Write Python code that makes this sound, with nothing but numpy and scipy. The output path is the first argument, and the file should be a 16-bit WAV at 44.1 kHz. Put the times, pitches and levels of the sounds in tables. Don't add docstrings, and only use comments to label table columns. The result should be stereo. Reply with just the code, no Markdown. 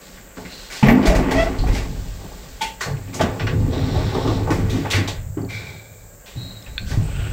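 import sys
import numpy as np
from scipy import signal
from scipy.fft import rfft, irfft, next_fast_len
from scipy.io import wavfile
from scipy.ndimage import uniform_filter1d

SR = 44100
rng = np.random.default_rng(int(sys.argv[2]) if len(sys.argv) > 2 else 0)


def undo_db(level):
    steps = np.asarray(level, float) / 20
    return 10 ** steps


def int16_out(signal):
    q = np.round(np.clip(np.atleast_2d(signal).T, -1, 1) * 32767)
    wavfile.write(sys.argv[1], SR, q.astype(np.int16))


N = 322941
TIME = np.arange(N) / SR
COARSE = TIME[::SR // 1000]

# frequency in Hz, width in Hz, level in dB.
SWAY_MODES = [(33.7, 16.3, 3.5), (54, 16, 3.5)]
FRAME_MODES = [(81.5, 7.6, -4), (99.3, 7.2, -1), (109.6, 4.8, -0.5), (145.6, 16.8, -2.5)]
PANEL_MODES = [(185, 19, 6), (211, 16, -13.5), (235.8, 7.1, -4), (262, 15, 2.5), (307, 70, 2.5)]
SHEET_MODES = [(365.8, 21.7, 4.5), (431.2, 22.6, 2), (501, 72, 2), (650, 71, -2), (712.7, 28, -1.5),
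               (801, 52, 0), (907, 135, -1.5), (1124, 360, -2.5)]
# start in seconds, level in dB, place (0 car, 1 frame, 2 panels,
# 3 sheets), hold in seconds, T60 in seconds.
LANDING_DOOR = [(0.17, -40, 0.54, .02, 0.36), (0.366, -32, 2.26, .02, 0.81), (.37, -39.5, 0.11, .1, 1.1),
                (.829, -16.5, 2.8, 0.072, 0.83), (.83, -32, 1.4, .06, .3), (0.854, -16, .05, .03, 0.4),
                (0.915, -16.5, 2.18, 0.058, 1.5), (1.027, -16, 2.3, 0.18, 1.5),
                (1.068, -13, 0.038, 0.063, 0.87), (1.278, -19.5, 2.38, 0.067, 1.43),
                (1.348, -15, .05, 0.039, 0.7), (1.583, -13, 0.29, 0.062, 1.35),
                (1.652, -25.5, 2.35, 0.055, 1.2), (1.918, -24.5, 0.27, 0.033, 2.5),
                (2.188, -36.5, 2.47, 0.053, 1.6), (.01, -49, 2, 0.24, 0.54)]
CAR_DOORS = [(2.5, -39, -0.44, 0.6, .6), (2.615, -36, 2.5, 0.043, .5), (2.81, -44, 0, 0.043, .3),
             (2.859, -27, 0.93, .05, 1.2), (2.87, -31, 3.1, 0.027, 0.42), (3.189, -18.5, 1.32, .06, 0.56),
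             (3.2, -30.5, 2.7, 0.18, 1.4), (3.4, -19.5, 0.76, 1.35, .5), (3.41, -33, 2, 1.2, 0.24),
             (3.52, -19.5, 0.95, 0.12, 0.8), (3.7, -29, 1.5, 0.058, 0.3), (3.88, -27, 2.17, 0.061, 0.84),
             (3.96, -24, -1, 0.045, 0.34), (4.24, -19, 2.4, 0.036, 0.43), (4.478, -20, 2.5, 0.028, 0.43),
             (4.56, -17, 1.2, 0.066, 0.37), (3.07, -30, 1.56, 0.14, .3), (4.12, -22.5, 2.5, 0.068, 0.82),
             (4.719, -23, 2, 0.065, 0.61), (4.96, -24, 2, 0.085, 0.24), (5.0, -30, 0.3, 0.24, 1.2),
             (3.71, -34, 3, .72, .3)]
DRIVE = [(5.372, -28, 2.1, 0.022, 0.61), (5.5, -41.5, 2.66, .25, .6), (6.8, -39, 1.5, 0.068, .4),
         (5.9, -54.5, .05, .1, .5), (6.2, -47, 0.06, 0.11, 1.1), (6.349, -29.5, 1.25, 0.026, 1.3),
         (6.67, -28, 0.26, 0.083, 1.45), (6.8, -25, 0.063, .55, .5), (6.9, -30, 2.26, 0.034, 0.18),
         (6.93, -36, 2, 0.011, 0.39), (6.97, -16, 0.63, 0.017, 0.44), (7.0, -35.5, 2.45, .4, .5)]
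# start in seconds, level in dB, hold and T60 in seconds.
MOTORS = [
    (4.747, -30.5, .8, 1.3),
    (5.904, -45.5, .25, .5),
    (6.906, -25, .45, .5),
]
REST_DB = [-48, -66, -56, -56.5]
SHOVE_RISE_S = [0.027, 0.012, 0.014, 0.0038]
LOSS_DB_PER_PART = 11.5
PANEL_QUIET_HZ, PANEL_HZ_PER_DB = 179, 2.5

# time in seconds, frequency
# in Hz, level in dB.
BOOM = [(.824, 204.5, -49), (0.833, 205.5, -9), (0.871, 212.8, -14), (0.902, 227, -8.5), (.96, 253.7, -11),
        (1.015, 262, -13), (1.04, 262, -28)]
# time in seconds, level in dB.
BOUNCES = [(.834, 2), (0.844, 0), (.864, -3), (.889, 4), (.92, 2), (.939, 1), (0.965, 1.5), (0.979, -1),
           (1.001, 0), (1.016, -6), (1.033, -7)]
BOUNCE_S, BETWEEN_DB = 0.0065, -14

# frequency in Hz, level in dB, T60 in seconds.
SLAM_MODES = [(136.5, -3.5, 0.43), (872, -6.5, 0.051)]
STRIKE_MODES = [(1770, -5, 0.22), (1920, -4, .25), (2060, -3, 0.29), (2260, -1, .2)]
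LATCH_MODES = [(833, 1, 0.36), (890, 7.5, 0.3), (1477, -7, 0.3), (2110, -3, 0.24), (2375, -2, 0.2),
               (3110, -4, 0.07), (3285, 3, 0.14), (3690, -4, .1)]
RELAY_MODES = [(1600, 1, 0.012), (2500, 4, 0.011), (3550, 8, 0.011), (4280, 1, .01), (1560, -20, 0.2),
               (2430, -24, .15), (3550, -22, .15), (4300, -19, 0.17)]
# start in seconds, level in dB, frequency in Hz, T60 in seconds.
BUMPS = [(1.068, -14, 646, 0.2), (1.1, -13, 595, 0.23), (1.075, -17.5, 699, 0.26), (1.125, -14, 640, 0.14),
         (1.638, -19.5, 741, 0.13), (1.59, -11.5, 32, 0.65), (1.693, -1, 40.2, 0.17),
         (2.883, -20.5, 139, 0.43), (3.209, -7, 650, 0.07), (3.238, -13, 215, 0.097),
         (3.96, -19, 317, 0.04), (3.955, -21, 750, .1), (3.975, -24, 604, 0.12), (3.968, -13, 67, 0.2),
         (4.15, -21, 371, 0.21), (4.288, -12, 314, 0.11), (4.508, -7, 313, 0.08), (4.749, -11, 254, 0.055),
         (4.943, -12.5, 98, 0.5), (4.9634, -16, 98, .2), (5.371, -16.5, 308, 0.16),
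         (5.372, -23.5, 403, 0.15), (5.431, -21, 284, 0.16), (5.432, -25, 393, .15), (.955, -12, 205, 0.5),
         (1.165, -15.5, 150, 0.34), (2.9334, -18, 140, 0.12), (6.37, -20, 119, 0.26),
         (6.83, -30.5, 200, 0.47), (6.974, -4, 103.5, 0.2), (6.975, -17, 54, .3)]
TICKS = [(.4504, -34, 2120, 0.055), (5.418, -41, 4550, 0.024), (5.449, -38, 4470, 0.023),
         (6.625, -36, 5200, 0.019), (6.625, -39, 3600, .02), (6.643, -40, 8400, .02),
         (6.663, -37, 2580, 0.034)]

# start in seconds, crack level in dB, crack centre in Hz, T60 in seconds.
SLAMS = [
    (.8285, -14.5, 2930, 0.23),
    (.8612, -19, 2930, 0.32),
    (.8834, -11.5, 2750, 0.19),
]
TAPS = [(.1715, -37, 1790, 0.1), (.4504, -35.5, 2120, 0.44), (1.5843, -35, 4300, 0.36),
        (3.3957, -24, 2600, 0.25), (3.3965, -23, 1410, 0.23), (3.468, -21, 1620, 0.27),
        (3.4685, -23, 2670, 0.22), (3.7247, -37, 3660, 0.63), (1.0273, -26.5, 2300, 0.61),
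        (2.968, -39, 2500, 0.16), (3.073, -44.5, 2500, .4), (3.2138, -19, 1300, 0.18),
        (4.1502, -26, 1040, 0.14), (4.8495, -27, 1150, 0.11), (4.9317, -14, 2150, 0.37),
        (6.6623, -37.5, 2418, 0.23), (6.78, -47, 3550, 0.88)]
CLANKS = [(.37, -34.5, 1510, 0.19), (3.1944, -22.5, 1680, 0.53), (3.955, -33, 1110, 0.6),
          (4.15, -32, 3760, 0.22), (4.2729, -29, 3550, 0.35), (4.4714, -30, 1120, 0.72),
          (4.849, -28.5, 1610, 0.18), (5.372, -39.5, 1420, 0.41)]
SNAPS = [(.6988, -33, 2240, 1), (1.0544, -20.5, 4300, 0.16), (1.0657, -16.5, 2200, 0.29),
         (1.1494, -20.5, 2160, 0.24), (2.612, -23, 2980, 0.33), (2.807, -22, 1730, 0.39),
         (4.5027, -23.5, 1940, 0.4), (4.6967, -29.5, 3600, 0.78), (4.901, -21.5, 3380, 0.24),
         (4.909, -17, 3500, 0.28), (5.4969, -36, 2350, 1), (6.2587, -40, 3450, 1), (6.889, -37, 1800, 0.47)]
CRASHES = [(1.308, -18, 2060, 0.25), (1.668, -30, 2100, .6), (1.745, -26, 2300, 0.45),
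           (3.129, -34.5, 2400, 0.79), (3.1385, -27, 6700, 0.33), (3.2081, -18.5, 3240, 0.19),
           (5.074, -21, 3550, .25), (6.9094, -31, 1730, 0.39)]
# start in seconds, level in dB, frequency in Hz, width
# in Hz, T60 in seconds.
PLATES = [(1.584, -34, 4300, 400, .25), (2.614, -31, 3320, 150, .3), (2.615, -30, 6500, 4000, .3),
          (2.616, -30, 2250, 400, .3), (2.616, -33, 4300, 500, .25), (2.65, -34, 2900, 500, .25),
          (2.808, -31, 1900, 400, .35), (2.808, -31, 1030, 150, .2), (2.81, -33, 6600, 800, .25),
          (2.81, -35, 4330, 300, .4), (3.6, -25, 265, 30, .5), (3.655, -25, 265, 30, .4),
          (3.721, -28, 520, 150, .2), (3.759, -25, 366, 60, .15), (3.787, -28, 441, 60, .12),
          (3.875, -25, 262, 30, .5), (4.152, -28, 880, 200, .3), (4.169, -24, 400, 100, .2),
          (4.24, -24, 366, 80, .2), (4.272, -29, 1120, 200, .25), (4.474, -24, 820, 120, .2),
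          (4.478, -24, 509, 100, .2), (4.503, -27, 1080, 150, .15), (4.848, -27, 851, 150, .2),
          (4.97, -23, 304, 60, .25), (5.082, -30, 361, 80, .2), (5.49, -40, 2100, 120, .5),
          (6.783, -42, 4310, 200, .4), (6.795, -44, 2420, 250, .3), (6.836, -45, 1560, 150, .4),
          (6.975, -22, 200, 50, .15), (2.856, -29, 600, 500, .25), (6.864, -41, 2900, 300, .05)]
PLATE_RISE_S = 0.003

# time in seconds, slip rate in Hz, level in dB.
SQUEAK = [(1.34, 608, -29), (1.375, 651, -20.5), (1.399, 658, -13), (1.44, 676.4, -21.5),
          (1.485, 670, -22.5), (1.52, 660, -65)]
# multiple of the slip rate, level in dB.
SQUEAK_ORDERS = [(1, 3.5), (2, -11.5), (3, -4), (4, -11), (5, -13.5), (6, -26), (7, -25), (8, -23)]
# time in seconds, level in dB.
GRIPS = [(1.36, -3), (1.384, -3), (1.405, -3), (1.432, 3), (1.475, 1.5)]
GRIP_S, LOOSE_DB = 0.009, -11.5

# frequency in Hz, width in Hz, level in dB.
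LEAF = [(0.44, -70), (0.526, -39), (0.7, -52)]
LEAF_MODES = [(2800, 210, -7), (4150, 410, 1)]
RATTLE = [(.862, -70), (.872, -38), (.92, -34), (.97, -58)]
RATTLE_MODES = [(12400, 900, 0), (15000, 1200, -2)]
ROLLERS = [(3.38, -60), (3.45, -34), (3.7, -28), (3.82, -31), (3.92, -33), (4.1, -31.5), (4.3, -29.5),
           (4.75, -31), (5.1, -48)]
ROLLER_MODES = [(262, 6.7, -1), (366.5, 6, -4.5), (440, 9.7, -6.5), (505, 16, -7.5)]
ROLL = [(3.68, -51.5), (3.692, -57), (3.732, -39.5), (4.37, -39), (4.432, -53), (4.46, -50)]
ROLL_MODES = [(3790, 810, -4.5), (5600, 520, -16)]
CAM = [(5.478, -72), (5.49, -40.5), (5.55, -34.5), (5.7, -40), (5.85, -50), (6.15, -64)]
CAM_MODES = [(1510, 200, -12), (2080, 130, -12), (2325, 85, -1), (3700, 600, -6.5), (5100, 1800, -14)]
BRAKE = [(6.36, -51), (6.392, -39.5), (6.458, -36.5), (6.67, -53), (6.85, -49)]
BRAKE_MODES = [(3850, 65, 1.8), (4100, 190, -0.8)]
RAIL = [(6.98, -67), (7.01, -50), (7.212, -37), (7.32, -41.5)]
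RAIL_MODES = [(1420, 350, -5), (2700, 690, -2.5)]
ROPE = [(7.0, -70), (7.04, -45), (7.12, -50), (7.32, -50)]
ROPE_MODES = [(8200, 270, 0), (7600, 400, -5)]

# time in seconds, level in dB.
SLIDE = [(0.0, -51), (.73, -50), (.95, -32), (1.4, -32), (1.61, -41), (1.91, -52), (2.77, -53),
         (2.93, -50.5), (3.53, -54.5), (3.77, -39), (4.18, -38), (4.52, -44), (4.95, -34), (5.16, -43),
         (5.44, -79), (5.63, -43.5), (5.93, -96), (6.3, -47)]
SLIDE_RUNNING_DB = -52
# start in seconds, level in dB, hold and T60 in seconds.
SEALS = [(0, -47, 0.13, 0.86), (0.35, -46.5, 2.3, 0.76), (2.967, -53.5, .15, .5), (3.128, -48.5, 1.8, 1.2),
         (.86, -47, .05, 0.18), (.5, -43, 0.15, 0.53), (0.705, -33, 0.083, 0.38), (1.008, -45, 0.2, 0.63),
         (1.341, -35.5, 0.1, 0.34), (3.85, -45, 0.49, 1.1), (4.904, -29, 0.067, 0.27),
         (5.5, -61, 0.16, 3.6), (6.4, -56, 0.43, .5), (6.861, -38, 0.073, .2), (2.797, -32.5, 0.037, 0.23),
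         (6.843, -49, .5, 0.44), (1.715, -35.5, .065, .3)]
SEAL_RISE_S = 0.022
# frequency in Hz, level in dB per Hz.
SCRAPE = [(700, -1.5), (1100, -2), (2000, -0.5), (3200, -9.5), (5000, -43)]
HISS = [(2200, -4.5), (3400, -1.5), (4500, -0.5), (7500, -7), (16000, -22)]
AIR = [(300, -14), (545, 7.5), (900, -13), (1600, -7.5), (2400, -16.5), (3200, -22), (5800, -15),
       (7500, -0.5), (10500, -20.5), (14300, -5.5)]
AIR_DB = -44.5
LAMP_HZ, LAMP_WIDTH_HZ, LAMP_DB = 1620, 5.4, -64

# frequency in Hz, level in dB.
WALLS = [(60, -11), (110, -20), (200, -9), (380, -5), (700, -8), (1290, -2), (2380, -6.5), (4400, -8.5),
         (8120, -3.5), (15000, -2)]
CABIN_T60_S, CABIN_DB, WALL_T60_S = 0.079, -7, 0.23
# frequency in Hz, level in dB.
MIC = [(8000, 0), (9500, -6.5), (11500, -6.5), (14200, -0.5), (15800, -3.5), (16000, -44)]


def unit(x):
    return x / np.sqrt(np.mean(x ** 2))


def colour(x, points):
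    hz, db = np.transpose(points)
    size = next_fast_len(len(x))
    log_hz = np.log(np.arange(size // 2 + 1) * SR / size + 1)
    return irfft(rfft(x, size) * undo_db(np.interp(log_hz, np.log(hz), db)), size)[:len(x)]


def ring(x, hz, width_hz):
    return signal.lfilter(*signal.iirpeak(hz, hz / width_hz, fs=SR), x)


def ring_twice(x, hz, width_hz):
    return ring(ring(x, hz, width_hz), hz, width_hz)


def modes_of(x, modes):
    return [(-1) ** k * undo_db(db) * unit(ring_twice(x, hz, 1.57 * width_hz))
            for k, (hz, width_hz, db) in enumerate(modes)]


def body(x, modes):
    return unit(sum(modes_of(x, modes)))


def jolts(rate_hz, spread_db):
    hit = rng.random(N) < rate_hz / SR
    return hit * rng.standard_normal(N) * undo_db(spread_db * np.minimum(rng.exponential(size=N), 4))


def steady(x, span_s):
    span = int(span_s * SR)
    power = uniform_filter1d(uniform_filter1d(x ** 2, span), span)
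    return unit(x / np.sqrt(power + 0.65))


def gain(s, db):
    return undo_db(np.interp(TIME, s, db, left=-120, right=-120))


def decay(t, t60_s):
    return np.exp(-np.log(1000) * t / t60_s)


def pulses(events, width_s):
    return sum(undo_db(db) * np.exp(-((TIME - s) / width_s) ** 2) for s, db in events)


def swell(s, db, hold_s, t60_s, rise_s):
    t = np.maximum(COARSE - s, 0)
    fall_db = 60 * np.maximum(t - hold_s, 0) / t60_s
    return (undo_db(db - fall_db) * np.minimum(t / rise_s, 1)) ** 2


def together(powers):
    return np.interp(TIME, COARSE, np.sqrt(sum(powers)))


def add(out, s, x):
    i = int(s * SR)
    out[i:i + len(x)] += x[:N - i]


def shaking(part):
    pushes = [(s, db - LOSS_DB_PER_PART * abs(where - part), hold_s, t60_s)
              for s, db, where, hold_s, t60_s in LANDING_DOOR + CAR_DOORS + DRIVE]
    if part == 1:
        pushes = pushes + MOTORS
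    return together([undo_db(REST_DB[part]) ** 2] + [swell(*push, SHOVE_RISE_S[part]) for push in pushes])


def structure():
    sway, frame, panel, sheet = map(shaking, range(len(REST_DB)))
    out = sway * steady(body(jolts(300, 2.4), SWAY_MODES), 0.34)
    out += frame * steady(body(jolts(300, 2.34), FRAME_MODES), 0.11)
    favoured_hz = PANEL_QUIET_HZ + PANEL_HZ_PER_DB * (20 * np.log10(panel) - REST_DB[2])
    nearness = [np.exp(-(np.log(hz / favoured_hz) / 0.29) ** 2) + 0.81 for hz, _, _ in PANEL_MODES]
    panels = sum(n * mode for n, mode in zip(nearness, modes_of(jolts(400, 3.6), PANEL_MODES)))
    out += panel * steady(unit(panels), 0.075)
    return out + sheet * steady(body(jolts(1200, 1.84), SHEET_MODES), 0.11)


def boom():
    s, hz, db = np.transpose(BOOM)
    bounce = undo_db(BETWEEN_DB) + pulses(BOUNCES, BOUNCE_S)
    phase = 2 * np.pi * np.cumsum(np.interp(TIME, s, hz)) / SR
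    return np.sin(phase) * bounce * gain(s, db + 4.0)


def struck():
    out, t = np.zeros(N), TIME[:SR]
    blows = [(0.827, -1.5, SLAM_MODES, 0.001), (0.8831, -18.5, STRIKE_MODES, 0.002),
             (2.608, -26.5, LATCH_MODES, 0.004), (6.7798, -18, RELAY_MODES, 0.0003)]
    blows += [(s, db, [(hz, 0, t60_s)], 0.12 / hz) for s, db, hz, t60_s in BUMPS + TICKS]
    for s, db, modes, push_s in blows:
        rings = sum((-1) ** k * undo_db(mode_db) * np.sin(2 * np.pi * hz * t) * decay(t, t60_s)
                    for k, (hz, mode_db, t60_s) in enumerate(modes))
        add(out, s, undo_db(db) * rings * (1 - np.exp(-t / push_s)))
    return out


def chatter(rows, clank_db, spit_db, loss_db_per_octave, rise_s):
    out, t = np.zeros(N), TIME[:SR // 3]
    for s, db, centre_hz, t60_s in rows:
        crack_noise, clank_noise, spit_noise = rng.standard_normal((3, len(t)))
        parts = []
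        for ratio in (0.72, 1.0, 1.3, 1.65, 2.1):
            part = ring_twice(np.roll(crack_noise, int(999 * ratio)), centre_hz * ratio, 0.38 * centre_hz)
            parts.append(part * undo_db(-loss_db_per_octave * np.log2(ratio)))
        crack = unit(sum(parts) + 1.14 * parts[1])
        clank = 0.79 * undo_db(clank_db) * body(clank_noise, SHEET_MODES)
        spit = unit(colour(spit_noise, [(3000, -5.5), (5500, 0.0), (16000, -13.5)]))
        spit *= 1.2 * undo_db(spit_db) * (1 - np.exp(-t / 0.0012))
        fade = decay(t, t60_s) * (1 - np.exp(-t / rise_s))
        add(out, s, undo_db(db - 4.5) * fade * (crack + clank + spit))
    return out


def knocks():
    out = chatter(SLAMS, clank_db=-0.57, spit_db=-17, loss_db_per_octave=78, rise_s=0.00044)
    out += chatter(TAPS, clank_db=-4.5, spit_db=-35, loss_db_per_octave=4.7, rise_s=0.0003)
    out += chatter(CLANKS, clank_db=10.4, spit_db=-17, loss_db_per_octave=5, rise_s=0.00051)
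    out += chatter(SNAPS, clank_db=-7, spit_db=-4.5, loss_db_per_octave=8.7, rise_s=0.00096)
    return out + chatter(CRASHES, clank_db=2.8, spit_db=-6.5, loss_db_per_octave=4.3, rise_s=0.0028)


def plates():
    out, t = np.zeros(N), TIME[:SR // 3]
    for s, db, hz, width_hz, t60_s in PLATES:
        noise = rng.standard_normal(len(t))
        buzz = steady(unit(ring_twice(noise, hz, 1.57 * width_hz)), 2 / width_hz)
        add(out, s, undo_db(db) * buzz * decay(t, t60_s) * (1 - np.exp(-t / PLATE_RISE_S)))
    return out


def squeak():
    s, hz, db = np.transpose(SQUEAK)
    wobble = unit(uniform_filter1d(rng.standard_normal(N), 150))
    phase = 2 * np.pi * np.cumsum(np.interp(TIME, s, hz) * (1 + 0.016 * wobble)) / SR
    after_s = np.maximum(TIME - 1.41, 0)
    tone = sum(undo_db(order_db - SQUEAK_ORDERS[0][1] - 45 * (k - 1) * after_s) * np.sin(k * phase + k * k)
               for k, order_db in SQUEAK_ORDERS)
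    throb = undo_db(LOOSE_DB) + 1.05 * pulses(GRIPS, GRIP_S)
    return np.sqrt(2) * tone * throb * gain(s, db)


def guides():
    pairs = [(LEAF, LEAF_MODES), (RATTLE, RATTLE_MODES), (ROLLERS, ROLLER_MODES), (ROLL, ROLL_MODES),
             (CAM, CAM_MODES), (BRAKE, BRAKE_MODES), (RAIL, RAIL_MODES), (ROPE, ROPE_MODES)]
    return sum(gain(*np.transpose(curve)) * body(jolts(5000, 0.92), modes) for curve, modes in pairs)


def sliding():
    pressure = gain(*np.transpose(SLIDE)) + undo_db(SLIDE_RUNNING_DB) * (TIME > SLIDE[-1][0])
    leak = together(swell(*seal, SEAL_RISE_S) for seal in SEALS)
    scrape = pressure * unit(colour(jolts(6000, 2.8), SCRAPE))
    return scrape + leak * unit(colour(jolts(9000, 0.78), HISS))


def lamp():
    return undo_db(LAMP_DB) * unit(ring(rng.standard_normal(N), LAMP_HZ, LAMP_WIDTH_HZ))


def air():
    return undo_db(AIR_DB) * unit(colour(rng.standard_normal(N), AIR))


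def tail(t60_s):
    t = TIME[:SR // 3]
    noise = rng.standard_normal(len(t)) * decay(t, t60_s) * (t > 0.002)
    return noise / np.sqrt(np.sum(noise ** 2))


def cabin(direct):
    echo = signal.fftconvolve(direct, tail(CABIN_T60_S))[:N]
    mid = direct + undo_db(CABIN_DB) * colour(echo, [(200, -28), (600, 0), (9000, -4.0)])
    wall_echo = signal.fftconvolve(direct, tail(WALL_T60_S))[:N]
    high = colour(wall_echo, [(150, -12.0), (500, 0.0), (900, 2.0)])
    size, t = next_fast_len(N), TIME[:SR // 30]
    shift = unit(rfft(rng.standard_normal(len(t)) * np.exp(-t / 0.0069), size).real)
    shifted = irfft(1j * np.tanh(2 * shift) * rfft(mid, size), size)[:N]
    low = colour(shifted, [(30, -13), (100, -8), (700, -8), (1300, -4)])
    return mid, low + high


def scene():
    direct = structure() + boom() + struck() + knocks() + plates() + squeak()
    direct = direct + guides() + sliding() + lamp()
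    mid, side = cabin(direct)
    mid, side = mid + air(), colour(side + air(), WALLS)
    return np.array([mid + side, mid - side])


def band_limit(x):
    return signal.sosfilt(signal.butter(12, 15920, fs=SR, output="sos"), x)


def record(dry):
    heard = np.array([colour(channel, MIC) for channel in dry])
    return band_limit(np.tanh(0.78 * heard) / 0.86)


dry = scene()
out = record(dry)
int16_out(out)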